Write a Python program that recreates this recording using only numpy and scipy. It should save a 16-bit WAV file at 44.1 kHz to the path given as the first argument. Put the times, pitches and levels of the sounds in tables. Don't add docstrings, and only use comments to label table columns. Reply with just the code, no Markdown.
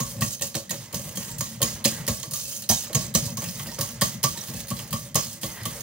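import sys
import numpy as np
from scipy import signal
from scipy.fft import rfft, irfft, next_fast_len
from scipy.io import wavfile

SR = 44100
rng = np.random.default_rng(int(sys.argv[2]) if len(sys.argv) > 2 else 0)


def master(y):
    cut = np.clip(np.atleast_2d(y).T, -1, 1)
    pcm = np.round(cut * 32767)
    wavfile.write(sys.argv[1], SR, pcm.astype(np.int16))


def field_ratio(decibels):
    return 10 ** (np.asarray(decibels, dtype=float) / 20)


N = 257014

# (time [s], wire pressure on the wall [dB], load on the worktop [dB])
STIRRING = [(0.0, -44.5, -51), (0.23, -39.5, -36), (0.47, -37.5, -59), (0.71, -68, -46.5),
            (0.99, -55.5, -49.5), (1.12, -35.5, -46), (1.64, -59.5, -44), (1.89, -47, -41.5),
            (2.38, -36.5, -52), (2.85, -47.5, -46.5), (2.98, -46, -42), (3.21, -40.5, -41.5),
            (3.78, -42.5, -46.5), (4.15, -54, -41), (4.43, -40, -48), (4.9, -44.5, -44),
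            (5.2, -46.5, -49.5), (5.82, -43, -44.5)]
# (time [s], low-band lift [dB])
FLATNESS = [(0, 2.5), (0.35, -8), (0.8, 10), (1.15, 3), (1.5, 3), (2.0, 9), (2.5, -10), (2.85, 4), (3.3, 0),
            (3.55, 5.5), (3.9, 6.5), (4.3, 4), (4.6, 6), (5.0, 3), (5.35, 4), (5.6, 11), (5.83, 5.5)]
# (time [s], peak [dB], top octave re peak [dB], struck wall mode [Hz], chatter T60 [s])
LANDINGS = [(0.2192, -11, -7, 2700, 0.1), (0.4193, -9, -7, 7350, 0.09), (0.5511, -11, -7.5, 5630, 0.079),
            (0.7058, -15.5, -6, 7100, 0.17), (0.9427, -15, -3.5, 6460, 0.14),
            (1.1715, -13, -7, 6600, 0.067), (1.4064, -12.5, -5, 6700, 0.15),
            (1.6259, -6.5, -6.5, 6700, 0.13), (1.8481, -3.5, -7.5, 4080, 0.084),
            (2.077, -11.5, -4.5, 6800, 0.16), (2.229, -12.5, -12, 6800, 0.029),
            (2.3334, -18, -3, 6150, 0.4), (2.6903, -7, -1.5, 5700, 0.071), (2.9473, -5, -8.5, 6630, 0.1),
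            (3.149, -2.5, -10, 5940, 0.09), (3.3702, -16.5, -8, 6600, 0.12), (3.8086, -14, -4, 6650, 0.19),
            (4.0179, -5, -6.5, 4800, 0.1), (4.237, -4.5, -6.5, 5230, 0.086), (4.703, -19, -3, 7200, 0.071),
            (4.927, -15, -5, 3150, 0.13), (5.1544, -5, -6, 6470, 0.12), (5.4306, -18, -4.5, 3280, 0.13),
            (5.653, -18, -2.5, 3200, 0.18)]
# (time [s], peak [dB], struck wall mode [Hz], chatter T60 [s])
LEADS = [(0.208, -21, 4950, 0.2), (0.41, -21.5, 2680, 0.12), (0.55, -42, 5700, 0.13),
         (0.694, -24.5, 3760, 0.13), (0.9264, -23.5, 7200, 0.071), (1.153, -30, 6540, 0.52),
         (1.382, -23.5, 6950, 0.13), (1.6161, -7.5, 4700, 0.041), (1.842, -12.5, 4200, 0.033),
         (2.066, -19, 5470, 0.033), (2.198, -22, 6260, 0.042), (2.309, -27.5, 6700, 0.42),
         (2.93, -17.5, 4100, 0.034), (3.14, -21, 3900, 0.094), (3.7868, -22.5, 5960, 0.13),
         (4.0108, -12.5, 4700, 0.088), (4.2293, -14.5, 5100, 0.052), (4.682, -28, 4370, 0.33),
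         (4.906, -28, 4670, 0.24), (5.1447, -15, 5100, 0.058), (5.4125, -31, 7540, 1)]
# (time [s], peak [dB], struck wall mode [Hz], chatter T60 [s])
GRAZES = [(0.002, -17, 6700, 0.19), (0.346, -24.5, 6200, 0.12), (0.394, -25.5, 3900, 0.042),
          (0.542, -20, 4070, 0.06), (1.312, -28.5, 7460, 0.39), (1.854, -8.5, 6900, 0.1),
          (2.488, -27, 6700, 0.65), (2.548, -25, 6900, 0.12), (2.637, -27.5, 4200, 0.085),
          (2.697, -7.5, 800, 0.13), (2.71, -7.5, 6000, 0.12), (2.7277, -15.5, 6840, 0.23),
          (2.774, -29, 6000, 0.054), (3.3774, -32, 6260, 0.55), (3.44, -23, 2630, 0.18),
          (3.486, -17.5, 5270, 0.03), (3.594, -25.5, 3200, 0.12), (3.668, -26.5, 4900, 0.17),
          (3.716, -22, 5600, 0.054), (3.745, -21.5, 6100, 0.038), (4.016, -10.5, 1840, 0.035),
          (4.372, -26, 3820, 0.27), (4.483, -27, 3040, 0.058), (4.537, -29.5, 4200, 0.18),
          (4.7643, -31, 4800, 0.29), (4.79, -21.5, 3040, 0.079), (5.6111, -37, 5000, 0.26),
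          (5.806, -24.5, 6500, 0.057)]
# (time [s], peak [dB])
TICKS = [(0.9951, -24), (1.1109, -26), (2.621, -16), (4.6693, -22), (5.6324, -20), (1.5744, -40),
         (2.896, -35.5), (3.3105, -28), (3.4187, -17), (3.5669, -37), (4.4165, -33), (4.4367, -27),
         (4.6024, -19), (4.8245, -30), (4.875, -25), (5.7484, -27), (5.7883, -38)]
# (frequency [Hz], density [dB per Hz])
SCRAPE_COLOUR = [(1500, -18), (2300, -22.5), (3150, -11.5), (3500, -12), (4200, -11.5), (5000, -7.5),
                 (5550, -10.5), (6300, -7.5), (6900, -9.5), (7600, -5.5), (9000, -5), (12000, -11),
                 (14800, -4), (16500, 0)]
SHEEN_MODES = [2585, 2833, 3170, 3740, 3910, 4280, 4470, 5120, 5270, 5600, 6140, 5840, 6450, 6100, 6530,
               6700, 6860, 6470, 7100]
# (frequency [Hz], level [dB], T60 [s])
WIRE_MODES = [(3074, -26, 0.018), (4700, -37.5, 0.0029), (5100, -17, 0.0029), (6150, -12.5, 0.003),
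              (6700, -15, 0.003)]
# (frequency [Hz], level [dB], T60 [s])
CLANK_MODES = [(1829, 0, 0.057), (2690, -11, 0.031), (3146, -1.5, 0.025), (4200, -2, 0.014),
               (4950, -12, 0.014)]
# (time [s], peak [dB], thump re peak [dB], height up the wall [0-1], T60 [s])
KNOCKS = [(0, -29.5, 1.5, 1, 0.063), (0.213, -25.5, -6, 0.9, 0.053), (0.41, -31.5, -6, 0.6, 0.12),
          (0.549, -20, -11, 0.43, 0.048), (0.708, -22.5, -15, 0.4, 0.052), (0.931, -30.5, 0, 0.62, 0.12),
          (1.171, -26, -7.5, 0.6, 0.026), (1.408, -24, -8, 1, 0.015), (1.622, -23.5, -4.5, 0.92, 0.044),
          (1.852, -12, -18.5, 0, 0.026), (2.078, -21, -8.5, 0.58, 0.062), (2.312, -38.5, -2.5, 0.54, 0.11),
          (2.697, -25.5, 3.5, 0.63, 0.043), (2.949, -19.5, -9.5, 0.26, 0.06),
          (3.148, -14.5, -5.5, 0.5, 0.031), (3.372, -26, -5.5, 0.76, 0.033),
          (3.784, -20.5, -11, 0.64, 0.037), (4.013, -14.5, -11.5, 0.7, 0.037),
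          (4.239, -14.5, -12, 0.9, 0.029), (4.708, -26, -3.5, 0.94, 0.023), (4.929, -28, 0, 0.97, 0.03),
          (5.154, -15.5, -11, 0.72, 0.042), (5.432, -24.5, -10, 0.58, 0.041), (5.654, -29, -1, 0.85, 0.05)]
# (time [s], peak [dB], thump re peak [dB], height up the wall [0-1])
NUDGES = [(0.999, -46, -19, 0.1), (1.071, -36.5, -6, 0.7), (1.339, -43, -13, 0.4), (1.603, -23, -17, 0.04),
          (2.001, -44, 0.3, 0.8), (2.23, -37.5, -25, 0.85), (2.895, -28.5, -22, 0.24),
          (3.225, -31.5, -5, 0.3), (3.264, -38, 0, 0), (3.314, -47, 12, 0.2), (3.42, -30.5, -7, 0.4),
          (3.595, -39.5, 0.5, 1), (3.658, -31, -7, 0.4), (3.809, -30.5, -2.5, 0.88), (4.376, -40, -18, 0.2),
          (4.489, -36.5, -1, 0.3), (4.539, -33, -4, 0.1), (4.792, -38.5, -12, 0.77), (5.748, -36, -24, 0.4)]
# (frequency [Hz], level [dB], T60 [s])
BOWL_MODES = [(328.2, -12.5, 0.18), (466, -13, 0.068), (555, -4, 0.088), (632.5, -5, 0.03),
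              (651.4, -7, 0.058), (797, -19.5, 0.035)]
# (frequency [Hz], level [dB], T60 [s])
UPPER_WALL_MODES = [(930, -14, 0.19), (1107, 5.5, 0.038), (1160, 3, 0.09)]
# (frequency [Hz], level [dB], T60 [s])
RIM_MODES = [(1662, 2, 0.17), (1867, 6.5, 0.019), (1890, 8.5, 0.02), (2048, 2, 0.092)]
# (frequency [Hz], density [dB per Hz])
SAUCE_COLOUR = [(200, -50), (300, -3), (600, -7.5), (1000, -3.5), (1550, -10.5), (2000, -7), (3000, -11.5),
                (7000, -23)]
# (frequency [Hz], level [dB], T60 [s])
WORKTOP_MODES = [(58, -12, 0.15), (79.6, -7.5, 0.077), (100.2, -2.5, 0.08), (132, -1.5, 0.1),
                 (193.4, -3.5, 0.062), (228.6, -4, 0.12), (244.3, -10, 0.067)]
# (time [s], level
# [dB], frequency [Hz], length [s])
WALL_RINGS = [(0.006, -30.5, 1116, 0.019), (0.218, -30, 1138, 0.015), (0.222, -28, 1900, 0.012),
              (0.553, -31, 560, 0.035), (0.421, -37, 1870, 0.017), (0.551, -36, 1795, 0.012),
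              (0.692, -41.5, 1900, 0.023), (0.71, -34, 558, 0.03), (0.932, -45, 944, 0.02),
              (0.995, -42, 555, 0.028), (1.295, -48.5, 930, 0.051), (1.407, -32, 1139, 0.017),
              (1.622, -32, 1080, 0.02), (1.634, -42, 2390, 0.034), (1.682, -48, 2050, 0.02),
              (1.846, -29.5, 1020, 0.012), (2.077, -29.5, 1860, 0.012), (2.231, -52, 2020, 0.022),
              (2.339, -48.5, 1180, 0.051), (2.704, -56, 1940, 0.025), (2.774, -52, 780, 0.035),
              (2.846, -48, 1740, 0.024), (2.945, -32.5, 1105, 0.027), (3.011, -49, 1140, 0.044),
              (3.151, -27.5, 1127, 0.0096), (3.277, -48, 960, 0.048), (3.686, -47, 1880, 0.037),
              (3.718, -45, 930, 0.026), (4.017, -25, 1805, 0.012), (4.24, -33, 560, 0.035),
              (4.238, -30, 1144, 0.015), (4.255, -45, 1160, 0.093), (4.352, -48, 930, 0.04),
              (4.372, -44, 1810, 0.026), (4.57, -48, 1700, 0.018), (4.927, -32, 1155, 0.015),
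              (4.94, -45.5, 1160, 0.083), (5.154, -25.5, 1142, 0.015), (5.168, -39.5, 1160, 0.084),
              (5.655, -32, 1140, 0.013), (5.665, -48, 2060, 0.045),
              (0.02, -50, 6890, 0.044), (0.056, -49, 5640, 0.03), (0.579, -45, 4360, 0.044),
          (0.708, -29, 6700, 0.019), (1.169, -36, 3230, 0.017), (1.622, -23, 3120, 0.013),
          (1.626, -28, 3720, 0.013), (1.67, -36, 6740, 0.024), (1.674, -44, 5150, 0.014),
          (2.083, -42, 6700, 0.024), (2.097, -49, 5080, 0.036), (2.229, -47, 4400, 0.012),
          (2.335, -43, 5190, 0.016), (2.339, -39, 6850, 0.018), (2.409, -48, 4350, 0.032),
          (2.45, -54, 2630, 0.076), (2.494, -62, 2610, 0.048), (2.56, -45, 6000, 0.041),
          (2.636, -43, 3880, 0.012), (2.692, -21, 4930, 0.018), (2.692, -23, 6070, 0.038),
          (2.71, -38, 3170, 0.035), (2.772, -33, 3700, 0.013), (2.951, -36, 6160, 0.018),
          (2.951, -24, 6650, 0.012), (3.089, -56, 2600, 0.03), (3.147, -27, 4090, 0.016),
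          (3.161, -38, 6290, 0.037), (3.223, -45, 6240, 0.024), (3.293, -50, 2610, 0.032),
          (3.39, -35.5, 6140, 0.025), (3.664, -41.5, 2840, 0.02), (4.015, -27, 4950, 0.014),
          (4.292, -49, 5920, 0.044), (4.41, -35.5, 5840, 0.014), (4.484, -49, 4270, 0.02),
          (4.55, -50, 2600, 0.075), (4.705, -46, 3100, 0.032), (4.765, -44, 4050, 0.03),
          (4.927, -39, 3210, 0.014), (4.935, -38, 4890, 0.022), (5.051, -53, 3650, 0.032),
          (5.088, -62, 3150, 0.057), (5.428, -38.5, 4600, 0.016), (5.515, -44, 6250, 0.034),
          (5.609, -58, 5100, 0.05), (5.653, -39, 3120, 0.011)]
# (time [s], peak [dB], favoured pitch [Hz])
BUMPS = [(0.009, -30, 125), (0.183, -27, 125), (0.21, -18.5, 110), (0.406, -29, 136), (0.55, -36, 138),
         (0.699, -26.5, 188), (0.82, -29, 127), (0.94, -21, 111), (1.058, -24, 142), (1.173, -30, 185.4),
         (1.389, -19, 128), (1.572, -26, 120), (1.62, -17, 122), (1.739, -27, 93), (1.854, -12, 219.4),
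         (1.995, -25, 161), (2.079, -20, 209), (2.7, -10.5, 132.5), (2.947, -15, 138), (3.15, -15, 125),
         (3.224, -26, 149), (3.261, -20.5, 98), (3.368, -32, 129), (3.429, -27, 183), (3.481, -24, 183),
         (3.798, -20.5, 144), (3.978, -28, 124), (4.017, -18, 197), (4.131, -30, 122), (4.239, -17, 136),
         (4.485, -26.5, 134), (4.542, -31, 210), (4.708, -17.5, 198), (4.917, -19.5, 130),
         (5.151, -14, 145.5), (5.431, -25, 199), (5.615, -23, 113), (5.652, -30, 141), (5.713, -30, 139)]
# (frequency [Hz], lean to the left [dB]; left sits roughly twice this above right)
PORT_BALANCE = [(60, 1), (110, 0), (200, 2), (380, -0.5), (700, -0.5), (1290, -1.5), (2380, -0.5),
                (4400, -5.5), (8120, -3), (15000, 6)]
# (frequency [Hz], side minus mid [dB])
KITCHEN_WIDTH = [(60, -8), (110, -15), (200, -4), (380, -4), (700, 4), (1290, 5), (2380, -1.5), (4400, -8),
                 (8120, -21), (15000, -96)]


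def rms_one(x):
    return x / np.sqrt(np.mean(x ** 2) + 1e-20)


def at_hz(points, hz):
    table = np.array(points, float)
    return np.interp(np.log(hz + 1), np.log(table[:, 0] + 1), table[:, 1])


def in_time(rows):
    s, *columns = np.transpose(rows)
    return [np.interp(np.arange(N) / SR, s, column) for column in columns]


def shaped(x, response):
    size = next_fast_len(N + SR // 3)
    hz = np.arange(size // 2 + 1) * SR / size
    return irfft(rfft(x, size) * response(hz), size)[..., :N]


def ring(force, hz, t60):
    radius = field_ratio(-60 / (max(t60, .005) * SR))
    angle = 2 * np.pi * hz / SR
    gain = np.sin(angle) * 2 * np.sqrt(1 - radius)
    return signal.lfilter([0, gain], [1, -2 * radius * np.cos(angle), radius * radius], force)


def wander(spread_db, per_s):
    count = round(per_s * N / SR) + 2
    gains = field_ratio(spread_db * rng.standard_normal(count))
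    return np.interp(np.arange(N), np.linspace(0, N, count), gains)


def contacts(per_s, spread_db, size=N):
    strength = field_ratio(spread_db * np.minimum(rng.exponential(1, size), 4))
    sizes = strength * rng.choice([-1, 1], size)
    return rms_one(sizes * (rng.random(size) < per_s / SR) + 1e-9)


def pressure(drag_db, rows, blow_db, rise_s, stretch, tail_db):
    step = 8
    power = field_ratio(drag_db[::step]) ** 2
    t = np.arange(0, SR // 2, step) / SR
    for (s, *_, t60), db in zip(rows, blow_db):
        i = max(round(s * SR / step), 0)
        chatter = field_ratio(-60 * t / np.clip(t60 * stretch, .01, 1))
        slide = field_ratio(tail_db - 60 * t / np.clip(4.73 * t60, .02, 2))
        blow = field_ratio(db) * (1 - np.exp(-t / rise_s)) * (chatter + slide)
        power[i:i + len(t)] += (blow ** 2)[:len(power) - i]
    return np.interp(np.arange(N) / step, np.arange(len(power)), np.sqrt(power))


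def strikes(rows, blow_db, width_s, late_s):
    clicks = np.zeros(N + SR)
    clicks[((np.array(rows)[:, 0] + late_s) * SR).astype(int)] = field_ratio(blow_db)
    shape = np.hanning(round(width_s * SR) + 3)
    return signal.fftconvolve(clicks[:N], shape / shape.sum())[:N]


def wires():
    scrape_db, top_db = stirring()[:2]
    rows = wire_rows()
    peak_db, rel_db = np.array(rows)[:, 1:3].T
    judder = wander(1.55, per_s=200)
    snag_db = snags()
    push = judder * pressure(scrape_db + snag_db - 6.0, rows, peak_db - 10.5,
                             rise_s=0.0015, stretch=0.28, tail_db=-10.5)
    top = judder * pressure(top_db + 0.46 * snag_db + 0.62, rows, peak_db + rel_db - 3.5,
                            rise_s=0.00037, stretch=0.36, tail_db=-12.5)
    rising_db = lift(settle_s=.001)
    push = push * field_ratio(-0.2 * rising_db)
    top = top * field_ratio(-0.46 * rising_db)
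    direct = grit(push, top, patchy_db=3.5) + field_ratio(1.0) * sheen(push)
    direct = direct + field_ratio(-4.5) * struck_modes(rows) + sing(push)
    direct = direct + clank(rows) + crackle(push)
    return direct, rasp() * push


def wire_rows():
    landings = [(s, db, top_db, hz, -16.5, t60) for s, db, top_db, hz, t60 in LANDINGS]
    leads = [(s, db, -1, hz, -15, t60) for s, db, hz, t60 in LEADS]
    grazes = [(s, db, -6, hz, -11, t60) for s, db, hz, t60 in GRAZES]
    ticks = [(s, db, -5, 9800, -20, 0.039) for s, db in TICKS]
    return landings + leads + grazes + ticks


def stirring():
    press_db, load_db = in_time(STIRRING)
    lift_db = lift(settle_s=0.06)
    from_wires, bowl_feels_lift = 0.26, 0.18
    hum_db = from_wires * press_db + (1 - from_wires) * load_db
    return (press_db + 6 - lift_db,
            press_db + 3 - 1.06 * lift_db,
            hum_db - 2.5 - bowl_feels_lift * lift_db,
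            load_db + 4.5 - bowl_feels_lift * lift_db)


def lift(settle_s):
    rise_s, base_db, per_db, least_db = 0.079, 30.5, 1.8, 11
    t = np.arange(0, N + 16, 16) / SR
    lift_db = np.zeros(len(t))
    for s, db, *_ in LANDINGS:
        leading = [lead[0] for lead in LEADS if s - .03 < lead[0] < s]
        down = min([s] + leading) - .002
        depth = max(base_db + per_db * db, least_db)
        dip = np.interp(t, [down - rise_s, down, down + settle_s], [0, depth, 0])
        lift_db = np.maximum(lift_db, dip)
    return np.interp(np.arange(N) / SR, t, lift_db)


def snags():
    per_s, jolt_db, decay_s = 45, 5, 0.004
    chance = per_s * wander(6.0, per_s=7) / SR
    caught = (rng.random(N) < chance) * rng.exponential(1, N)
    jolts = signal.lfilter([1], [1, -np.exp(-1 / (decay_s * SR))], caught + 1e-18)
    slack_db = 20 * np.log10(wander(1.8, per_s=33))
    return jolt_db * np.minimum(jolts, 1.4) + slack_db - 2.0


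def rasp():
    touches = contacts(10000, spread_db=3.1)
    return rms_one(shaped(touches, lambda hz: field_ratio(at_hz(SCRAPE_COLOUR, hz))))


def grit(push, top_push, patchy_db):
    rough, out = rasp(), 0
    edges = [*np.geomspace(1500, 8200, 9), 11500, 19000]
    flat_db, = in_time(FLATNESS)
    for k, (low, high) in enumerate(zip(edges, edges[1:])):
        sos = signal.butter(2, [low, high], "band", fs=SR, output="sos")
        band = (-1) ** k * signal.sosfilt(sos, rough)
        if high < 9000:
            patches = wander(0.096 * patchy_db, per_s=26) * wander(patchy_db, per_s=37)
            lean = field_ratio(flat_db * np.clip(np.log2(5000 / low), 0, 1))
            out = out + band * patches * lean * push
        else:
            out = out + band * wander(1.8, per_s=59) * top_push
    return out


def sheen(push):
    ticks = contacts(1300, spread_db=3.5) * push
    dealt = rng.integers(0, len(SHEEN_MODES), N)
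    out = 0
    for k, hz in enumerate(SHEEN_MODES):
        glint = ring(ticks * (dealt == k) + 1e-18, hz, t60=0.059)
        out = out + glint * field_ratio(at_hz(SCRAPE_COLOUR, hz))
    return out


def struck_modes(rows):
    out, t = np.zeros(N), np.arange(SR // 8) / SR
    for s, db, _, hz, rel_db, t60 in rows:
        i = max(round(s * SR), 0)
        fall = field_ratio(db + rel_db - 60 * t / np.clip(1.16 * t60, .01, 1))
        force = rng.standard_normal(len(t)) * fall
        out[i:i + len(t)] += ring(force, hz, t60=0.0092)[:N - i]
    return out


def sing(push):
    force = contacts(6000, spread_db=0.0) * push
    return sum(field_ratio(db) * ring(force, hz, t60) for hz, db, t60 in WIRE_MODES)


def clank(rows):
    s, db, _, struck_hz = np.array(rows)[:, :4].T
    out = 0
    for k, (hz, mode_db, t60) in enumerate(CLANK_MODES):
        octaves_off = np.abs(np.log2(struck_hz / hz))
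        raps = strikes(rows, db + mode_db + 4.5 - 8.3 * octaves_off, width_s=0.00005, late_s=0.0025)
        out = out + (-1) ** k * ring(raps, hz, t60)
    return out


def crackle(push):
    snaps = contacts(170, spread_db=3.0) * field_ratio(-11) * wander(4.0, per_s=12)
    coloured = rms_one(shaped(snaps, lambda hz: field_ratio(at_hz(SCRAPE_COLOUR, hz))))
    return coloured * field_ratio(-7.5) * push


def bowl():
    hum_db, rumble_db = stirring()[2:]
    rows = knock_rows()
    peak_db, thump_db, upper_db, rim_db = np.array(rows)[:, 1:5].T
    wall = pressure(hum_db - 2.5, rows, peak_db - 1.0, rise_s=0.0017, stretch=0.7, tail_db=-10.0)
    upper = pressure(hum_db - 23.0, rows, peak_db + upper_db - 4.5,
                     rise_s=0.0016, stretch=0.61, tail_db=-11.0)
    rim = pressure(hum_db + in_time(FLATNESS)[0] - 10.0, rows, peak_db + rim_db + 0.96,
                   rise_s=0.0025, stretch=0.2, tail_db=-7.5)
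    base = pressure(rumble_db + 2.0, rows, peak_db + thump_db - 0.5,
                    rise_s=0.00037, stretch=0.72, tail_db=1.0)
    base = base * wander(2.5, per_s=28)
    wall_knock = strikes(rows, peak_db + 14.5, 0.0017, 0.00291)
    upper_knock = strikes(rows, peak_db + upper_db + 12.5, 0.00056, 0.00292)
    thump = strikes(rows, peak_db + thump_db + 31.0, 0.00086, 0.0026)
    out = body(BOWL_MODES, wall, wall_knock, 2500, wander_db=1.15)
    out = out + body(UPPER_WALL_MODES, upper, upper_knock, 2500, wander_db=1.5)
    out = out + field_ratio(-3.0) * body(RIM_MODES, rim, 0, 2500, wander_db=4.0)
    out = out + field_ratio(0.5) * sauce_rub() * (0.062 * wall + 0.34 * upper + rim)
    return out + body(WORKTOP_MODES, base, thump, 2500, wander_db=0.84)


def knock_rows():
    nudges = [(*row, 0.074) for row in NUDGES]
    return [(s, db, thump_db, -20.5 + 25.5 * height, -20.5 + 5.5 * height, t60)
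            for s, db, thump_db, height, t60 in KNOCKS + nudges]


def body(modes, push, struck, per_s, wander_db):
    out, force = 0, contacts(per_s, spread_db=2.5) * push + struck
    for k, (hz, db, t60) in enumerate(modes):
        favour = field_ratio(db) * wander(wander_db, per_s=9)
        out = out + (-1) ** k * ring(force * favour, hz, t60)
    return out / np.sqrt(np.sum(field_ratio(np.array(modes)[:, 1]) ** 2))


def sauce_rub():
    rub = shaped(contacts(4000, spread_db=1.0), lambda hz: field_ratio(at_hz(SAUCE_COLOUR, hz)))
    return rms_one(rub) * wander(3.34, per_s=73)


def lone_rings():
    rings = [(s, db + 6.5, hz, 3.22 * length) for s, db, hz, length in WALL_RINGS]
    bumps = [(s, db - 2, hz, 0.13) for s, db, hz in BUMPS]
    roughness = wander(3.2, per_s=260)
    return lone_modes(rings, rise_s=0.002) * roughness + lone_modes(bumps, rise_s=0.0024)


def lone_modes(rows, rise_s):
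    out, t = np.zeros(N + SR), np.arange(SR // 4) / SR
    for s, db, hz, t60 in rows:
        i = max(round(s * SR), 0)
        envelope = field_ratio(db - 60 * t / max(t60, .01)) * (1 - np.exp(-t / rise_s))
        out[i:i + len(t)] += envelope * np.sin(2 * np.pi * hz * t)
    return out[:N]


def kitchen(x):
    t60_s = 0.16
    lags = rng.uniform(0.0061, 0.028, (2, 8, 1))

    def combs(hz):
        loop = field_ratio(-60 * lags / t60_s) * np.exp(-2j * np.pi * hz * lags)
        return np.sum(loop / (1 - loop), axis=1) / 3
    return shaped(x, combs)


def scene():
    port_lag_s, joined_hz = 4.5e-5, 8450
    bright, bright_apart = wires()
    near = bright + bowl() + lone_rings()
    common, differing = kitchen(near)

    def apart(hz):
        return 1 / (1 + (hz / joined_hz) ** 60) + .075

    def lead(hz):
        level = np.log(field_ratio(at_hz(PORT_BALANCE, hz)))
        phase = np.pi * np.minimum(hz, 6500) * port_lag_s
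        return np.tanh(level - 1j * phase)
    mid = near + field_ratio(-9.5) * common
    side = shaped(mid, lambda hz: 0.8 * lead(hz) * apart(hz))
    side = side + shaped(differing, lambda hz: field_ratio(at_hz(KITCHEN_WIDTH, hz) - 5.5) * apart(hz))
    side = side + field_ratio(4.5) * shaped(bright_apart, apart)
    return np.array([mid + side, mid - side])


def top_cut(x):
    return signal.sosfilt(signal.butter(12, 16820, fs=SR, output="sos"), x)


def record(dry):
    rounded = 1.1 * np.tanh(dry / 1.1)
    mix = signal.sosfilt(signal.butter(4, 54, "high", fs=SR, output="sos"), rounded)
    mix = signal.sosfilt(signal.ellip(10, .5, 60, 15750, fs=SR, output="sos"), mix)
    return top_cut(mix)


dry = scene()
out = record(dry)
master(out)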